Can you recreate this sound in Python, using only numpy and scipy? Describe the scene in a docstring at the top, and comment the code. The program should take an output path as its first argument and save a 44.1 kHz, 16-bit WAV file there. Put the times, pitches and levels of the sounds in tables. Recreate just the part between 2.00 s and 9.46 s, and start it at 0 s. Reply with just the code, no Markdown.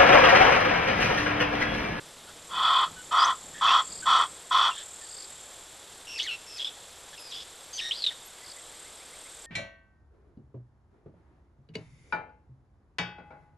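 """An animal forces air through its throat in five harsh, breathy screeches, then gives four fainter
squeals that crack and slide in pitch, with squeaks, yelps and stutters around the calls.
Bush crickets chirr throughout, scraping file over scraper to ring their wings. Small trills, two bat
calls and distant pips whistle over the hush of night air and a low rumble that soon dies away.
The setting is open bush with thin, scattered echoes, heard in mono."""
import sys
import numpy as np
from scipy import signal
from scipy.fft import rfft, irfft
from scipy.io import wavfile

SR = 44100
rng = np.random.default_rng(int(sys.argv[2]) if len(sys.argv) > 2 else 0)


def dump_mix(stems):
    """Bounce the given channels to the path in sys.argv[1] as a 16-bit WAV at rate SR."""
    frames = np.atleast_2d(stems).T  # one column per channel
    limited = np.clip(frames, -1, 1)  # hard clip at full scale
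    pcm = np.round(limited * 32767).astype(np.int16)
    wavfile.write(sys.argv[1], SR, pcm)


N = 328986
T = np.arange(N) / SR
HZ = np.fft.rfftfreq(N, 1 / SR)
HIGH_CUT_HZ = 12100

# tone of the night air: (frequency [Hz], relative level [dB])
AIR_SPECTRUM = [(20, -2.5), (50, 1), (100, -2.5), (220, -6.5), (480, 2), (800, 0), (1500, -2.5), (2400, -5),
                (2950, -4.5), (3450, 1.5), (4200, -3.5), (5800, -6.5), (8500, -6), (10000, -10)]
# fader moves on the crickets, before trim: (time [s], low wing modes [dB], high wing modes [dB])
CRICKET_LEVELS = [(0.0, -57, -61), (0.12, -60.5, -65), (0.81, -50, -56), (0.95, -54, -60), (1.06, -50, -56),
                  (1.7, -49, -57), (1.87, -43, -50), (2.29, -50, -48), (2.39, -54.5, -55),
                  (2.89, -47, -50.5), (3.07, -51, -53), (3.14, -48, -50), (3.63, -54, -60),
                  (3.93, -57, -58), (4.69, -56, -62.5), (5.55, -58, -60), (5.79, -55, -54.5),
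                  (6.28, -57, -58), (6.54, -52, -53), (7.08, -59, -54.5), (7.25, -55, -49.5),
                  (7.46, -53, -54)]
# wing resonances, low and high: (frequency [Hz], width [Hz], relative level [dB])
WING_LOW_MODES = [(6660, 380, -14), (7356, 530, -6), (7530, 330, -3)]
WING_HIGH_MODES = [(8210, 550, -10.5), (8430, 55, -4), (9100, 200, -18)]
# fader moves on the rumble, before trim: (time [s], level [dB])
RUMBLE_LEVELS = [(0.0, -62), (0.65, -53.5), (1.8, -55), (2.3, -58), (2.7, -77)]
# squeaks and gasps around the louder calls:
# (start [s], end [s], start pitch [Hz], end pitch [Hz], level [dB], roughness [0-1], tilt [dB/octave])
SQUEAK_CUES = [(0.274, 0.306, 1470, 1350, -47, 0.5, -52), (.96, 1.02, 1510, 1500, -47, 0.23, -42),
               (1.185, 1.247, 4760, 5020, -30.5, 0.1, 0), (1.245, 1.26, 5700, 6300, -29, .05, 0),
               (1.541, 1.619, 1780, 1700, -44, 0.5, -40), (1.673, 1.727, 2570, 2790, -29.5, 0.13, -19),
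               (2.022, 2.054, 1550, 1510, -40.5, 0.3, -52), (2.711, 2.735, 2820, 2770, -36, .14, -14),
               (2.73, 2.832, 1720, 1740, -41, 0.81, -20), (3.011, 3.052, 1880, 1650, -53, 0.34, -40),
               (5.129, 5.156, 1770, 1655, -45, 0.46, -27), (5.176, 5.198, 2740, 2600, -46, .2, -8),
               (5.341, 5.372, 4300, 5200, -46, .2, 0), (5.783, 5.806, 3800, 2350, -31.5, 0.16, -20),
               (6.106, 6.137, 1900, 1707, -42.5, 0.8, -23)]
# throat colour of the pitched calls: (frequency [Hz], relative level [dB])
VOICE_COLOUR = [(1000, -36.5), (1450, -36), (1900, -8.5), (2300, -9.5), (2750, -1), (3400, 13.5),
                (3900, -7.5), (4500, -1.5), (5250, -2.5), (6200, -12), (7200, -24), (9000, -103)]
# screeches, with the upper throat and top hiss set against the lower throat, before trim:
# (start [s], release [s], attack [s], effort [dB], upper throat [dB], top hiss [dB])
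SCREECH_CUES = [(0.488, 0.846, .16, -20.5, -4.3, -33), (1.11, 1.312, 0.008, -21, -8.8, -27),
                (1.61, 1.8, 0.0082, -20, -5.2, -25), (2.055, 2.237, .009, -20.5, -6, -25.5),
                (2.506, 2.695, 0.0084, -21, -5.2, -24.5)]
# throat resonances of a screech, in three bands: (frequency [Hz], width [Hz], relative level [dB])
THROAT_LOWER_MODES = [(727, 116, -17), (870, 130, -15.5), (1059.5, 134, 2), (1283, 182, 0.5),
                      (1890, 450, -17)]
THROAT_UPPER_MODES = [(2577, 270, -15), (3076, 200, -6.5), (3358, 274, 0.5), (3740, 360, -15),
                      (4340, 400, -19.5), (4560, 750, -20)]
THROAT_TOP_MODES = [(4840, 500, -27), (5570, 660, -2), (6360, 800, -11)]
# bands that side cavities swallow from a screech: (frequency [Hz], half width [Hz], gain [dB])
CAVITY_NOTCHES = [(1670, 75, -1), (2200, 100, -3.5), (2764, 92, -24)]
# trills: (start [s], end [s], chirp spacing [s], level at full swell [dB])
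TRILL_CUES = [(1.832, 2.023, 0.017, -44.5), (3.01, 3.248, 0.019, -44), (6.405, 6.531, .018, -45.5)]
# squeals, four groups each: timing (start [s], crack [s], end [s]), whine,
# crack (pitch [Hz], level [dB]), rasp;
# whine and rasp are (pitch [Hz], level [dB], roughness [0-1], tilt [dB/octave])
SQUEAL_CUES = [((4.07, 4.2, 4.235), (2735, -40, .25, 0), (1436, -26), (1698, -31, .8, 4)),
               ((4.465, 4.598, 4.639), (2630, -45, .24, 11), (1650, -30.5), (1681, -33, .38, 4)),
               ((5.175, 5.326, 5.437), (2510, -49.5, .24, 12), (1680, -34), (1709.5, -39.5, .38, 12)),
               ((5.73, 5.8, 5.906), (1539.5, -37.5, .12, 33), (1200, -31), (1865, -35.5, .25, -4))]
# keyframes of two arching yelps that run on from the first and last squeals:
# (time [s], pitch [Hz], level [dB], roughness [0-1], tilt [dB/octave])
YELP_KEYFRAMES = [
    [(4.228, 1954, -36, .7, 5), (4.257, 2170, -38.5, 0.3, 0), (4.28, 1512, -33.5, 0.3, -22),
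     (4.315, 1364, -30.5, 0.16, -15.5), (4.362, 1325, -41.5, 0.22, -14)],
    [(5.909, 3010, -24.5, .17, -5), (5.92, 3210, -27.5, 0.27, -10), (5.945, 4060, -39, .65, 0),
     (5.97, 4840, -41, 0.53, 0), (6.018, 4370, -38.5, 0.5, 0)],
]
# pulses that end the second and last squeals:
# (start [s], length [s], start pitch [Hz], end pitch [Hz], level [dB])
STUTTER_CUES = [(4.645, .026, 1676, 1716, -26), (4.67, 0.028, 1713, 1713, -31),
                (6.02, 0.019, 4320, 4330, -28), (6.039, 0.017, 4035, 3780, -21),
                (6.063, .021, 3790, 3630, -18.5), (6.085, .017, 3750, 3230, -28)]
# bat calls: (start [s], length [s], start pitch [Hz], end pitch [Hz], level [dB])
BAT_CUES = [(5.188, 0.043, 11400, 10700, -52), (6.251, .03, 11930, 11500, -51)]
# distant pips: (start [s], end pitch [Hz], level [dB])
PIP_CUES = [(6.41, 2220, -54), (6.55, 2090, -56), (6.725, 2450, -60), (6.841, 2340, -58),
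            (6.989, 2650, -56), (7.112, 2540, -57), (7.239, 2500, -56)]


def gain_of(db):
    """Decibels to gain."""
    return 10 ** (np.asarray(db) / 20)


def unit_rms(x):
    """Normalise to rms 1."""
    return x / np.sqrt(np.mean(abs(x) ** 2) + 1e-20)


def eq_db(curve, hz):
    """An EQ curve's level at hz, on a log-frequency axis."""
    curve_hz, db = np.transpose(curve)
    return np.interp(np.log(hz + 1), np.log(curve_hz + 1), db)


def add(mix, start, sound):
    """Drop a sound into the mix at its start time."""
    part = mix[max(round(start * SR), 0):][:len(sound)]
    part += sound[:len(part)]


def noise(spectrum, n=N):
    """Coloured noise of rms 1."""
    return unit_rms(irfft(rfft(rng.standard_normal(n)) * spectrum, n))


def wobble(t, hz):
    """Smooth random modulation of rms 1, moving at up to about hz."""
    lowpass = signal.butter(2, hz, fs=SR, output="sos")
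    return unit_rms(signal.sosfilt(lowpass, rng.standard_normal(len(t) + SR // 10))[-len(t):])


def resonances(modes):
    """Frequency response of a bank of steep resonances."""
    peaks = (gain_of(db) / (1 + (2 * (HZ - hz) / width) ** 2) for hz, width, db in modes)
    return np.sqrt(sum(peak ** 2 for peak in peaks))


def night_air(level_db=-48.5, flicker_db=0.47):
    """The bed: a broad hush of air whose level flickers slightly."""
    return gain_of(level_db + flicker_db * wobble(T, 30)) * noise(gain_of(eq_db(AIR_SPECTRUM, HZ)))


def crickets(stroke_hz=38.55, tooth_hz=431, sag=0.025, low_trim_db=-1.44, high_trim_db=-3):
    """Each wing stroke drags a file over a scraper, slowing as it goes; the teeth ring the wing."""
    strokes = np.cumsum(stroke_hz * (1 + .008 * wobble(T, 13))) / SR
    index, phase = strokes.astype(int), strokes % 1
    speed, force_db = rng.standard_normal((index[-1] + 1, 2))[index].T
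    teeth = tooth_hz * (1 + 0.0013 * speed) * (phase - sag * phase ** 2 / 2) / stroke_hz
    closing = np.sqrt(np.sin(np.pi * np.minimum(phase / .76, 1)).clip(0))  # the return is silent
    strikes = unit_rms(sum(np.cos(2 * np.pi * k * teeth) for k in range(15, 23)))
    scrape = rfft(closing * gain_of(force_db) * (strikes + 0.89 * rng.standard_normal(N)))
    low_ring = unit_rms(irfft(scrape * resonances(WING_LOW_MODES), N))
    high_ring = unit_rms(irfft(scrape * resonances(WING_HIGH_MODES), N))
    times, low_db, high_db = np.transpose(CRICKET_LEVELS)
    return (gain_of(np.interp(T, times, low_db) + low_trim_db) * low_ring
            + gain_of(np.interp(T, times, high_db) + high_trim_db) * high_ring)


def rumble(trim_db=-2, surge_db=3.5):
    """A soft low rumble that comes and goes, then dies away."""
    times, levels = np.transpose(RUMBLE_LEVELS)
    level_db = np.interp(T, times, levels, right=-100) + surge_db * np.tanh(wobble(T, 7.6))
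    low_end = noise(resonances([(107, 98, -6), (165, 41, 5), (263, 1200, 0)]))
    return gain_of(level_db + trim_db) * low_end


def bush_echoes(x, decay_s, predelay_s, taps_per_s=2000):
    """Thin, scattered reflections that fall 60 dB in decay_s."""
    t = np.arange(SR) / SR
    taps = rng.standard_normal(SR) * (rng.random(SR) < taps_per_s / SR)
    taps *= gain_of(-60 * t / decay_s) * (t > predelay_s)
    return signal.fftconvolve(x, taps / np.linalg.norm(taps))[:N]


def squeak(start, end, start_hz, end_hz, db, rough, tilt, taper_db=4):
    """Voice keyframes for one straight glide, loudest in the middle."""
    return [(start, start_hz, db - taper_db, rough, tilt),
            ((start + end) / 2, (start_hz + end_hz) / 2, db, rough, tilt),
            (end, end_hz, db - taper_db, rough, tilt)]


def tight_voice(keyframes, throb_hz=115, throb_db=6, sway=0.0099, grain_db=2):
    """Tight vocal folds sing high; as they roughen, partials blur, the tone throbs and air leaks."""
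    times, *columns = np.transpose(keyframes)
    t = np.arange(times[0], times[-1], 1 / SR)
    hz, level_db, rough, tilt_db = [np.interp(t, times, column) for column in columns]
    rough = np.clip(rough, 0, 1)
    jitter = .06 * rough * wobble(t, 400)
    cycles = np.cumsum(hz * (1 + jitter + sway * wobble(t, 44.6))) / SR
    k = np.arange(1, 6)[:, None]  # harmonic numbers
    gains = gain_of(eq_db(VOICE_COLOUR, k * hz) + tilt_db * np.log2(k)) * (k * hz < HIGH_CUT_HZ)
    # unsteady vibration spreads each partial into a band, the wider the higher it lies
    blur = np.array([wobble(t, width) + 1j * wobble(t, width) for width in .09 * k[:, 0] * hz.mean()])
    partials = (np.sqrt(2 * (1 - rough)) + np.sqrt(rough) * blur) * np.exp(2j * np.pi * k * cycles)
    tone = (gains * partials.real).sum(0) / np.linalg.norm(gains, axis=0)
    breath = noise(gain_of(eq_db(VOICE_COLOUR, np.fft.rfftfreq(len(t), 1 / SR))), len(t))
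    leak = .5 * rough ** 2
    breathy_tone = np.sqrt(1 - leak) * tone + np.sqrt(leak) * breath
    throb = np.sin(2 * np.pi * np.cumsum(throb_hz * (1 + 0.22 * wobble(t, 48))) / SR)
    flutter = gain_of(np.sqrt(rough) * (throb_db * throb + grain_db * wobble(t, 70)))
    swing = unit_rms(signal.hilbert(flutter * breathy_tone))
    swing /= np.sqrt(1 + 0.23 * abs(swing) ** 2)  # the folds can only swing so far
    declick = np.clip(np.minimum(t - t[0], t[-1] - t) / .002, 0, 1)
    return declick * gain_of(level_db) * unit_rms(swing.real)


def screeches(arch_db=3.5, dull_db=2.5, release_s=0.076, cut_db_per_s=540, upper_trim_db=1,
              top_trim_db=2):
    """Turbulent air, fluttering unevenly, rushes through a wide-open throat until the breath is cut."""
    lower = noise(resonances(THROAT_LOWER_MODES))
    lower += gain_of(-46) * noise(resonances([(302, 1500, 0)]))  # a trace of chest
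    upper, top = noise(resonances(THROAT_UPPER_MODES)), noise(resonances(THROAT_TOP_MODES))
    out = np.zeros(N)
    for start, release, attack, effort_db, upper_db, top_db in SCREECH_CUES:
        t = np.arange(start, release + release_s, 1 / SR)
        span = np.round(t * SR).astype(int)
        # each screech arches: slack is 0 in the middle and 1 at the weaker, duller ends
        slack = np.minimum((2 * (t - start) / (release - start) - 1) ** 2, 1)
        level_db = effort_db - arch_db * slack - cut_db_per_s * np.maximum(t - release, 0)
        breath = (1 - np.exp((start - t) / attack)) * gain_of(level_db)
        rasp = unit_rms(gain_of(-0.5 * np.tanh(wobble(t, 200))))
        hiss = gain_of(upper_db + upper_trim_db) * upper[span]
        hiss += gain_of(top_db + top_trim_db) * top[span]
        hiss *= unit_rms(gain_of(2 * np.tanh(wobble(t, 49) + .5)))  # the flow stalls more than it surges
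        add(out, start, breath * rasp * (lower[span] + gain_of(-dull_db * slack) * hiss))
    notches_db = sum(db * np.exp(-((HZ - hz) / width) ** 2) for hz, width, db in CAVITY_NOTCHES)
    return irfft(rfft(out) * gain_of(notches_db), N)


def whistle(length, start_hz, end_hz, db, waver):
    """One soft-edged, wavering glide."""
    t = np.arange(0, length, 1 / SR)
    hz = np.linspace(start_hz, end_hz, len(t)) * (1 + waver * wobble(t, 300))
    envelope = gain_of(db) * np.sqrt(2) * np.sin(np.pi * t / length)
    return envelope * np.sin(2 * np.pi * np.cumsum(hz) / SR)


def trills(chirp_s=0.0143, top_hz=5400, bottom_hz=4100, swell_db=11):
    """Runs of quick falling chirps that grow louder and brighter over their first half."""
    out = np.zeros(N)
    for start, end, spacing, full_db in TRILL_CUES:
        for onset in np.arange(start, end - spacing / 2, spacing):
            weakness = max(1 - 1.96 * (onset - start) / (end - start), 0)
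            start_hz = top_hz * (1 - 0.081 * weakness)
            db = full_db - swell_db * weakness + 2.3 * rng.normal()
            add(out, onset, whistle(chirp_s, start_hz, bottom_hz, db, waver=0.016))
    return out


def squeal(timing, whine, crack, rasp, sag=.018, swell_db=2.8, fade_db=9):
    """Voice keyframes for a thin whine that sinks and swells, cracks downward and settles into a rasp."""
    start, crack_time, end = timing
    hz, db, rough, tilt = whine
    crack_hz, crack_db = crack
    rasp_hz, rasp_db, rasp_rough, rasp_tilt = rasp
    return [(start, hz * (1 + sag), db - swell_db, rough, tilt),
            (crack_time - .024, hz * (1 - sag), db + swell_db, rough, tilt),
            (crack_time - .006, rasp_hz, crack_db - 8, .45, 2),  # slide into the crack
            (crack_time, crack_hz, crack_db, 0.29, -7),
            (crack_time + 0.01224, *rasp),
            (end - 0.016, *rasp),
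            (end, rasp_hz, rasp_db - fade_db, rasp_rough, rasp_tilt)]


def stutter_pulse(start, length, start_hz, end_hz, db, fade_db=9, rough=.25):
    """Voice keyframes for a pulse that hits hard, then fades."""
    return [(start, start_hz, db, rough, 0), (start + length, end_hz, db - fade_db, rough, 0)]


def bats():
    """Two faint, very high whistles that slide down."""
    out = np.zeros(N)
    for start, length, start_hz, end_hz, db in BAT_CUES:
        add(out, start, whistle(length, start_hz, end_hz, db, waver=0.015))
    return out


def pips(length_s=.052, start_hz=1860):
    """Far-off piping: a string of short rising whistles."""
    out = np.zeros(N)
    for start, end_hz, db in PIP_CUES:
        add(out, start, whistle(length_s, start_hz, end_hz, db, waver=0.034))
    return out


def scene():
    """The mix: callers and their echoes over the night air, the same in both channels."""
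    calls = [squeal(*cue) for cue in SQUEAL_CUES] + YELP_KEYFRAMES
    calls += [stutter_pulse(*cue) for cue in STUTTER_CUES] + [squeak(*cue) for cue in SQUEAK_CUES]
    voice = np.zeros(N)
    for keyframes in calls:
        add(voice, start=keyframes[0][0], sound=tight_voice(keyframes))
    # ground and grass near the caller thicken each glide
    voice = .9 * voice + .36 * bush_echoes(voice, decay_s=.06, predelay_s=.002)
    screech = screeches()
    whistles = trills() + pips() + bats()
    chirr = crickets()
    echo_send = (gain_of(-28.5) * screech + gain_of(-18.5) * voice
                 + gain_of(-12.5) * whistles + gain_of(-4) * chirr)
    trees = bush_echoes(echo_send, decay_s=0.54, predelay_s=0.0073)
    return np.tile(screech + voice + whistles + chirr + trees + night_air() + rumble(), (2, 1))


def record(dry):
    """A steep high cut on the master."""
    high_cut = signal.firwin(511, HIGH_CUT_HZ, window=("kaiser", 9), fs=SR)
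    return signal.oaconvolve(dry, high_cut[None], "same", axes=1)


dry = scene()
out = record(dry)
dump_mix(out)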